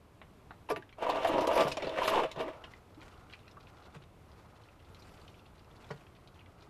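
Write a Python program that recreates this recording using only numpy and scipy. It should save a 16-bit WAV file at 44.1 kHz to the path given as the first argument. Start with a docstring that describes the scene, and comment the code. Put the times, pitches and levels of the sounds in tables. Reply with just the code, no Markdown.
"""Draining oil into a plastic pan

Under a parked machine a drain plug clicks loose. Oil spurts past the fingers, slaps into the pan
and drums on it in surges, while trapped air gurgles. Then small wet ticks are left, over a faint rushing
that swells and fades. The pan is bumped a few times; the underbody adds a short echo in the open air."""
import sys
import numpy as np
from scipy import signal
from scipy.fft import rfft, irfft
from scipy.io import wavfile
from scipy.ndimage import uniform_filter1d

SR = 44100
rng = np.random.default_rng(int(sys.argv[2]) if len(sys.argv) > 2 else 0)


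def waveform_to_disk(signal):
    """Save audio, clipped to [-1, 1], as 16-bit WAV at the path in sys.argv[1]."""
    frames = np.transpose(np.atleast_2d(signal))
    scaled = np.clip(frames, -1, 1) * 32767
    samples = np.round(scaled).astype(np.int16)
    wavfile.write(sys.argv[1], SR, samples)


N = 295029
TIME = np.arange(N) / SR  # clock for the whole scene, in seconds
HIT_TIME = np.arange(SR // 3) / SR  # clock for one short sound
TOP_HZ = 13650  # treble limit


# tone of droplets landing: pitch_hz, gain_db
SPATTER_TONE = [(500, -24), (950, 9), (1300, 8.5), (2000, 3.5), (2700, 6), (3400, -2), (4500, -10.5),
                (6500, -17), (13000, -30.5)]
# oil hits the hand and turns to mist: start_s, length_s, level_db
HAND_SPRAYS = [(0.699, 0.023, -53), (0.763, 0.014, -60), (1.278, 0.011, -51), (1.412, 0.036, -49.5),
               (1.473, 0.005, -48), (1.53, 0.12, -54.5), (1.68, 0.028, -47.5), (2.03, 0.041, -47.5),
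               (2.078, 0.025, -41.5), (4.89, 0.51, -76)]
# surges of the jet (spatter is relative to the drumming, whose treble ends at the cutoff):
# start_s, crest_s, start_db, crest_db, fall_db_per_s, spatter_db, cutoff_hz
SURGES = [(1.026, 1.314, -36.5, -34.5, 197, -7, 1720), (1.329, 1.42, -33, -29, 118, -13.5, 1730),
          (1.505, 1.611, -34.5, -29.5, 147, -8, 1370), (1.812, 1.94, -37.5, -36.5, 121, -11.5, 700),
          (1.98, 2.192, -37, -32.5, 189, -4, 1680), (2.378, 2.408, -43, -36, 123, -9, 1570)]
def gush(mist_db=-24, droplets_db=-2):
    """The broken jet drums on the pan and throws off droplets and fine mist."""
    lumps = gain(wander(per_s=49))
    drumming = steady(sum(pan_bottom(drops(per_s=260, spread_db=2)) for spot in range(3)))
    drum = wetness = 0
    for *shape, spatter_db, cutoff_hz in SURGES:
        force = surge(*shape) * lumps
        drum += force * dull(drumming, cutoff_hz, order=3)
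        wetness += force * gain(spatter_db)
    mist = wetness * gain(mist_db) + bursts(HAND_SPRAYS, attack_s=0.005, release_s=0.0067)
    mist *= gain(3 * wander(per_s=28))
    droplets = gain(droplets_db) * shower(SPATTER_TONE, per_s=980, spread_db=1.5)
    return drum + wetness * (droplets + spits()) + mist * spray()


def surge(start_s, crest_s, start_db, crest_db, fall_db_per_s, rise_db_per_s=480):
    """The force of one surge rises quickly, builds slowly and collapses."""
    build_db = np.interp(TIME, [start_s, crest_s], [start_db, crest_db])
    rise_db = rise_db_per_s * np.maximum(start_s - TIME, 0)
    fall_db = fall_db_per_s * np.maximum(TIME - crest_s, 0)
    return gain(build_db - rise_db - fall_db)


# tone of a dead thud on the pan: pitch_hz, gain_db
THUD_TONE = [(60, -16), (140, -21.5), (215, -12.5), (300, -2.5), (600, 3), (800, -4.5), (1050, 0.5),
             (1400, -18.5), (2200, -32), (5000, -41)]
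# notes the pan's oily bottom rings with: pitch_hz, level_db, ring_s
BOTTOM_NOTES = [(284, -12, 0.47), (396, 0, 0.089), (491, 5, 0.1), (520, -10, 0.092), (639, 4.5, 0.23),
                (674, 11.5, 0.064), (854, -6.5, 0.32), (966, 7, 0.089), (970, -5, 0.023),
                (1173, -0.5, 0.19)]
def pan_bottom(force, ring_db=0):
    """Each hit gives a thud and rings the bottom, which the oil soon quiets."""
    thud = colour(force, THUD_TONE)
    ring = band(through(force, ringing(BOTTOM_NOTES)), 220, 1700)
    return unit(thud) + gain(ring_db) * unit(ring)


# blobs of oil landing (spatter is relative to the thud): start_s, peak_db, pitch_hz, spatter_db
SLAPS = [(0.687, -36, 890, -3), (0.699, -27, 632, -3.5), (0.707, -23.5, 429, -9.5),
         (0.762, -35.5, 371, -15), (0.982, -39.5, 635, -11), (1.021, -26, 708, -11), (1.063, -25, 980, -13),
         (1.091, -21.5, 665, -9.5), (1.153, -26, 684, -25), (1.245, -20.5, 680, -7),
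         (1.291, -25.5, 336, -10), (1.378, -28, 666, -23), (1.474, -19.5, 970, -19), (1.512, -24, 600, -11),
         (1.562, -20, 517, -15), (1.575, -21, 990, -4), (1.593, -17, 564, -9.5), (1.606, -19, 557, -7.5),
         (1.668, -26, 663, -5), (1.770, -29.5, 586, -28), (1.824, -36, 497, -9), (1.868, -33, 563, -20),
         (1.974, -26, 697, -14), (2.015, -27, 970, -12), (2.077, -23, 1135, -0.5), (2.128, -24, 860, -11),
         (2.173, -21.5, 864, -17), (2.232, -25, 646, -1), (2.398, -27.5, 460, -11.5),
         (2.479, -36, 550, -4.5)]
def slaps(flatten_s=0.0024, sharpness=5):
    """Each blob flattens on the pan, punches a briefly ringing hollow in the pool and spatters."""
    out = np.zeros(N)
    for start_s, peak_db, pitch_hz, spatter_db in SLAPS:
        thud = pan_bottom(splash(ring_s=0.049, attack_s=flatten_s), ring_db=1.5)
        add(out, start_s, peak(thud, peak_db))
        hollow = resonate(splash(ring_s=0.073, attack_s=flatten_s), pitch_hz, sharpness)
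        add(out, start_s, peak(resonate(hollow, pitch_hz, sharpness), peak_db - 3))
        spatter = colour(splash(ring_s=0.059, attack_s=flatten_s), SPATTER_TONE)
        add(out, start_s, peak(underbody(spatter), peak_db + spatter_db))
    return out


# tone of a splat: pitch_hz, gain_db
SPLAT_TONE = [(500, -1), (1500, -13.5), (2600, -3.5), (5000, -10.5), (8000, -17), (13000, -11)]
# blobs that burst: start_s, peak_db, cutoff_hz
SPLATS = [(1.219, -42, 4000), (1.3176, -35, 6000), (1.3814, -33, 3470), (1.4064, -35, 7000),
          (1.4704, -27.5, 9980), (1.6049, -24, 4500), (1.7153, -25, 5900), (1.7194, -29, 8000),
          (1.7696, -26, 6200), (1.822, -26.5, 4480), (1.8682, -28.5, 3760), (2.0325, -31, 5000),
          (2.0762, -21.5, 6900), (2.314, -33, 7500), (2.4056, -40, 5050), (2.639, -34, 4000)]
def splats():
    """A blob bursts flat with a sharp, wet crack."""
    out = np.zeros(N)
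    for start_s, peak_db, cutoff_hz in SPLATS:
        burst = colour(splash(ring_s=0.027, attack_s=0.001), SPLAT_TONE)
        crack = dull(burst, cutoff_hz, order=3)
        add(out, start_s, peak(underbody(crack, early_db=1, late_db=-6.5), peak_db))
    return out


# gurgles in the pool: start_s, length_s, level_db, pitch_hz
GURGLES = [(1.021, 0.16, -42, 670), (1.313, 0.11, -39, 303), (2.12, 0.09, -31, 920),
           (2.157, 0.1, -35.5, 467), (2.385, 0.12, -48, 327)]
def gurgles(per_s=260, pitch_spread=0.12):
    """The jet drags air into the pool as clouds of bubbles, each with its own pitch."""
    out = np.zeros(N)
    for start_s, length_s, level_db, pitch_hz in GURGLES:
        cloud = np.zeros(N)
        for k, (delay, pitch) in enumerate(rng.random((int(length_s * per_s), 2))):
            bubble_hz = pitch_hz * (1 + pitch_spread * (2 * pitch - 1))
            add(cloud, start_s + (k + delay) / per_s, bubble(bubble_hz, cycles=26))
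        out += gain(level_db) * cloud / np.sqrt(np.sum(cloud ** 2) / (length_s * SR))
    return out


def spits(level_db=-6, low_hz=1450, octaves=1.32, count=170):
    """Drops thrown off the jet trap tiny bubbles that spit one by one."""
    out = np.zeros(N)
    start_s, end_s = SURGES[0][0], SWELLS[0][0]
    length_s = end_s - start_s
    for when, pitch, chance in rng.random((count, 3)):
        size_db = -5 * np.log(max(chance, 0.04))  # many small, a few large
        spit = bubble(low_hz * 2 ** (octaves * pitch), cycles=10, glide=0.062)
        add(out, start_s + when * length_s, gain(size_db) * spit)
    echoed = underbody(out, early_db=-1, late_db=-9)
    return gain(level_db) * unit(echoed) * np.sqrt(length_s * SR / N)


# tone of fine mist: pitch_hz, gain_db
SPRAY_TONE = [(1500, -6.5), (4000, 4.5), (6000, -1), (8000, -7), (11000, -6.5), (13500, -17)]
def spray(flicker_db=4):
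    """Fine droplets keep shifting in size, and so in brightness."""
    mist = shower(SPRAY_TONE, per_s=710, spread_db=2.5)
    edges_hz = np.geomspace(2000, TOP_HZ, 6)
    return steady(sum(band(mist, low_hz, high_hz) * gain(flicker_db * wander(per_s=26))
                      for low_hz, high_hz in zip(edges_hz, edges_hz[1:])))


# the clearest wet ticks: start_s, gain_db, pitch_hz
TICKS = [(0.761, -33, 1900), (0.823, -44, 1720), (0.892, -50, 2210), (0.926, -49, 2390),
         (2.736, -46.5, 2350), (3.015, -48.5, 2650), (3.2984, -51.5, 2670), (3.327, -49, 3400),
         (3.335, -41, 2540), (3.479, -50, 3100), (3.511, -56, 5570), (3.67, -50, 2630), (4.687, -54, 2580),
         (4.9462, -49.5, 4660), (5.022, -52.5, 3920), (5.175, -51.5, 2900), (5.215, -55.5, 4330),
         (5.279, -50.5, 3680), (5.3426, -53, 2800), (5.645, -57, 2800), (5.843, -52.5, 3050),
         (6.0658, -54.5, 2730), (6.2738, -52.5, 3740), (6.46, -55, 2530), (6.621, -56.5, 2940)]
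def ticks():
    """Single drops and bursting bubbles stand out from the rest."""
    out = np.zeros(N)
    for start_s, gain_db, pitch_hz in TICKS:
        add(out, start_s, gain(gain_db) * snap(pitch_hz))
    return out


def snap(pitch_hz):
    """A film of oil snaps with a very short note and a bright edge."""
    click = underbody(splash(ring_s=0.009, attack_s=0.0008), early_db=0, late_db=-9)
    note = dull(resonate(click, pitch_hz, sharpness=2.8), cutoff_hz=4000)
    return peak(note, db=4) + peak(colour(click, SPRAY_TONE), db=-13)


# single bubbles: start_s, pitch_hz, peak_db
BUBBLES = [(1.847, 3800, -39), (2.972, 295, -49), (3.392, 3540, -54.5), (3.569, 1086, -44.5),
           (3.572, 1245, -47)]
def bubbles():
    """A few bubbles are large enough to ring out alone."""
    out = np.zeros(N)
    for start_s, pitch_hz, peak_db in BUBBLES:
        add(out, start_s, peak(underbody(bubble(pitch_hz, cycles=30, glide=0.077)), peak_db))
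    return out


def bubble(pitch_hz, cycles, glide=0.074):
    """Trapped air rings and rises in pitch as it surfaces."""
    decay = fade(cycles / pitch_hz)
    rising_hz = pitch_hz * (1 + glide * (1 - decay))
    return decay * np.sin(2 * np.pi * np.cumsum(rising_hz) / SR)


# notes the pan's wall rings with: pitch_hz, level_db, ring_s
WALL_NOTES = [(141, 5, 0.27), (169.3, 3.5, 0.16), (199, 2.5, 0.1), (420, 6, 0.12), (459, 4.5, 0.14),
              (590, 8.5, 0.09), (763, -1.5, 0.11), (840, -3, 0.19), (976, 5.5, 0.11), (1121, 10.5, 0.062),
              (1417, -2, 0.2)]
# tone of a hard knock: pitch_hz, gain_db
CRACK_TONE = [(400, -3), (1500, 11.5), (3000, 0), (6000, -10), (13000, -33)]
# bumps and heavy blobs that shake the wall: start_s, peak_db, contact_ms
BUMPS = [(0.717, -45, 3.7), (0.767, -43, 0.86), (1.648, -29.5, 1.2), (1.842, -35.5, 1.2), (2.227, -43, 2.3),
         (2.358, -37.5, 1.4), (3.953, -45, 4.5), (5.904, -30.5, 0.99)]
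def bumps(rattle_db=-13, crack_db=3, crack_db_per_ms=-8):
    """A long, soft push wakes only the wall's low notes; a short one wakes them all and cracks."""
    out = np.zeros(N)
    bass_cut = signal.butter(2, 110, "high", fs=SR, output="sos")
    for start_s, peak_db, contact_ms in BUMPS:
        push = HIT_TIME * np.exp(-2 * np.pi * HIT_TIME / (contact_ms / 1000))
        wall = unit(ringing(WALL_NOTES, build_cycles=0.64))
        rattle = gain(rattle_db) * unit(fading_noise(ring_s=0.064))
        thump = signal.sosfilt(bass_cut, through(wall + rattle, push))
        add(out, start_s, peak(thump, peak_db))
        crack = underbody(colour(splash(ring_s=0.04, attack_s=0.0041), CRACK_TONE))
        add(out, start_s, peak(crack, peak_db + crack_db + crack_db_per_ms * contact_ms))
    return out


# tone of a click in the plug's thread: pitch_hz, gain_db
PLUG_TONE = [(300, -1.5), (1000, 6.5), (2200, -4), (3800, -11.5), (5500, -42), (13000, -50)]
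# clicks of the loose plug: start_s, peak_db
PLUG_CLICKS = [(0.216, -35), (0.508, -33.5)]
def plug():
    """The last turns of the thread click dully into the casing."""
    out = np.zeros(N)
    for start_s, peak_db in PLUG_CLICKS:
        click = colour(splash(ring_s=0.003), PLUG_TONE)
        add(out, start_s, peak(underbody(click, early_s=0.081, late_db=-4), peak_db))
    return out


# tone of a squelch: pitch_hz, gain_db
SQUELCH_TONE = [(300, 9), (1200, 7), (2800, 1), (5000, -8.5), (7500, -11), (13000, -25)]
# oily fingers on the plug: start_s, length_s, level_db
SQUELCHES = [(3.02, 0.077, -61.5), (3.31, 0.039, -61.5), (3.73, 0.1, -68), (3.943, 0.021, -54.5),
             (5.03, 0.27, -67.5), (5.8, 0.22, -64)]
def squelches(flutter_db=2):
    """Oil squeezed between the fingers crackles in uneven spurts."""
    crackle = shower(SQUELCH_TONE, per_s=950, spread_db=7.5)
    squeezes = bursts(SQUELCHES, attack_s=0.0091, release_s=0.0072)
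    return crackle * squeezes * gain(flutter_db * wander(per_s=23))


# tones of the soft rushing and of the crackle: pitch_hz, gain_db
RUSH_TONE = [(100, -25.5), (300, 3), (550, 5.5), (1000, 5), (1380, 4), (1850, -13.5), (4000, -43.5)]
CRACKLE_TONE = [(900, -15), (2000, 2), (2900, -4.5), (5000, -8.5), (7500, -16), (13000, -24)]
# how the rushing swells and fades: time_s, level_db
SWELLS = [(2.55, -54.5), (2.72, -59.5), (2.88, -72.5), (3.03, -59.5), (3.22, -61.5), (3.42, -66.5),
          (3.87, -59.5), (4.02, -63.5), (4.12, -96), (4.32, -64), (4.6, -63), (4.8, -69), (4.92, -64),
          (5.15, -63), (5.52, -68), (5.8, -61.5), (6.15, -69), (6.6, -64.5)]
def rushing(crackle_db=-12, flutter_db=5.5, pops_from_s=2.7, low_pop_hz=2200, pop_count=80):
    """A faint, soft, fairly low rushing swells and fades about every 0.7 s, with crackle and tiny pops."""
    fade_in = np.interp(TIME, [2.45, 2.6], [0, 1])
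    swell = gain(np.interp(TIME, *np.transpose(SWELLS)))
    rush = shower(RUSH_TONE, per_s=1500, spread_db=5.5)
    crackle = shower(CRACKLE_TONE, per_s=770, spread_db=1.5)
    pops = np.zeros(N)
    for when, pitch, size in rng.random((pop_count, 3)):
        start_s = pops_from_s + when * (TIME[-1] - pops_from_s)
        add(pops, start_s, gain(-63.5 + 8 * size) * snap(low_pop_hz * 2 ** pitch))
    pops *= np.minimum(2 * swell / np.median(swell), 1)  # quieter between swells
    crackle *= gain(crackle_db + flutter_db * wander(per_s=63))
    return fade_in * swell * (rush + crackle) + pops


def underbody(sound, early_db=2, early_s=0.059, late_db=-5, late_s=0.21):
    """The ground and the machine's underside throw back close echoes and a short tail."""
    early, late = (fading_noise(ring_s) * (HIT_TIME > 0.0006) for ring_s in (early_s, late_s))
    echoes = gain(early_db) * early / np.linalg.norm(early) + gain(late_db) * late / np.linalg.norm(late)
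    echoes[0] = 1  # the direct sound
    return through(sound, echoes)


# tone of the outdoor air: pitch_hz, gain_db
AIR_TONE = [(12, -29), (20, -8), (75, -1), (102, 0), (249, -9), (451, -9.5), (517, -15.5), (592, -12),
            (889, -16.5), (1020, -15), (1800, -25), (2420, -25.5), (6090, -37), (13000, -39.5)]
def outdoors(air_db=-59, sway_db=0.84, breeze_db=-66, gust_db=3):
    """Faint far-off noise, and a light breeze that rumbles under it."""
    air = unit(colour(rng.standard_normal(N), AIR_TONE)) * gain(air_db + sway_db * wander(per_s=3.05))
    breeze_tone = [(10, -29), (35, 1), (90, 8), (200, -19.5), (1000, -51)]  # pitch_hz, gain_db
    breeze = unit(colour(rng.standard_normal(N), breeze_tone))
    return air + breeze * gain(breeze_db + gust_db * wander(per_s=15))


def splash(ring_s, attack_s=0.0001):
    """A quickly fading spatter of tiny hits; cubing the noise makes it spiky."""
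    return rng.standard_normal(len(HIT_TIME)) ** 3 * fade(ring_s) * np.minimum(HIT_TIME / attack_s, 1)


def shower(tone, per_s, spread_db, spots=5):
    """Many tiny hits on several spots, each with its own echoes, blend into a steady noise."""
    return steady(sum(underbody(colour(drops(per_s / spots, spread_db), tone)) for _ in range(spots)))


def drops(per_s, spread_db):
    """Random hits, many small and a few large."""
    sizes = gain(spread_db * np.minimum(rng.exponential(size=N), 4))
    return (rng.random(N) < per_s / SR) * sizes * rng.choice([-1, 1], N)


def ringing(notes, build_cycles=0.044):
    """A body is struck at a random spot; each of its notes builds up, then fades."""
    return sum(gain(level_db) * fade(ring_s) * -np.expm1(-pitch_hz * HIT_TIME / build_cycles)
               * np.sin(2 * np.pi * (pitch_hz * HIT_TIME + rng.random()))
               for pitch_hz, level_db, ring_s in notes)


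def bursts(table, attack_s, release_s):
    """A volume that rises, holds and dies away for each row."""
    return sum(gain(level_db) * np.clip((TIME - start_s) / attack_s + 1, 0, 1)
               * np.exp(-np.maximum(TIME - start_s - length_s, 0) / release_s)
               for start_s, length_s, level_db in table)


def wander(per_s):
    """A random drift, mostly between -1 and 1."""
    points = rng.standard_normal(1024)
    return np.interp(TIME * per_s, np.arange(len(points)), points)


def fade(ring_s):
    """Die away by 60 dB in ring_s seconds."""
    return np.exp(-np.log(1000) * HIT_TIME / ring_s)


def fading_noise(ring_s):
    """A puff of hiss that dies away."""
    return rng.standard_normal(len(HIT_TIME)) * fade(ring_s)


def colour(sound, tone, size=4096):
    """Make each pitch louder or softer, following a tone table."""
    pitch_hz, gain_db = np.transpose(tone)
    grid_hz = np.maximum(np.fft.rfftfreq(size, 1 / SR), 1)
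    curve = gain(np.interp(np.log(grid_hz), np.log(pitch_hz), gain_db))
    # fold the filter so that it rings only after a hit, never before
    folded = irfft(np.log(curve))
    folded[1:size // 2] *= 2
    folded[size // 2 + 1:] = 0
    return through(sound, irfft(np.exp(rfft(folded))))


def resonate(sound, pitch_hz, sharpness):
    """Bring out the sound around one pitch."""
    return signal.lfilter(*signal.iirpeak(pitch_hz, sharpness, fs=SR), sound)


def dull(sound, cutoff_hz, order=2):
    """Soften the treble above the cutoff."""
    return signal.lfilter(*signal.butter(order, cutoff_hz, fs=SR), sound)


def band(sound, low_hz, high_hz):
    """Keep what lies between two pitches."""
    return signal.sosfilt(signal.butter(2, [low_hz, high_hz], "band", fs=SR, output="sos"), sound)


def through(sound, response):
    """Give every sample of a sound the same ring or echo."""
    return signal.fftconvolve(sound, response)[:len(sound)]


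def steady(sound, size=3000):
    """Keep the grain of a sound but hold its average level at 1."""
    power = uniform_filter1d(uniform_filter1d(sound ** 2, size), size)
    return sound / np.sqrt(np.maximum(power, 0) + 1e-12)


def gain(db):
    """Turn decibels into a multiplier."""
    return 10 ** (np.asarray(db) / 20)


def unit(sound):
    """Scale to an average (rms) level of 1."""
    return sound / np.sqrt(np.mean(sound ** 2))


def peak(sound, db):
    """Scale so the highest point is at db."""
    return gain(db) * sound / np.abs(sound).max()


def add(out, start_s, sound):
    """Mix a sound in at its start time."""
    first = int(start_s * SR)
    out[first:first + len(sound)] += sound[:N - first]


def scene():
    """Everything as heard from under the machine, in one channel."""
    mix = plug() + gush() + slaps() + splats() + gurgles() + ticks() + bubbles()
    return (mix + bumps() + squelches() + rushing() + outdoors())[None]


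def record(dry):
    """Cut off the highest treble."""
    return signal.sosfilt(signal.ellip(10, 0.2, 70, TOP_HZ, fs=SR, output="sos"), dry)


dry = scene()
out = record(dry)
waveform_to_disk(out)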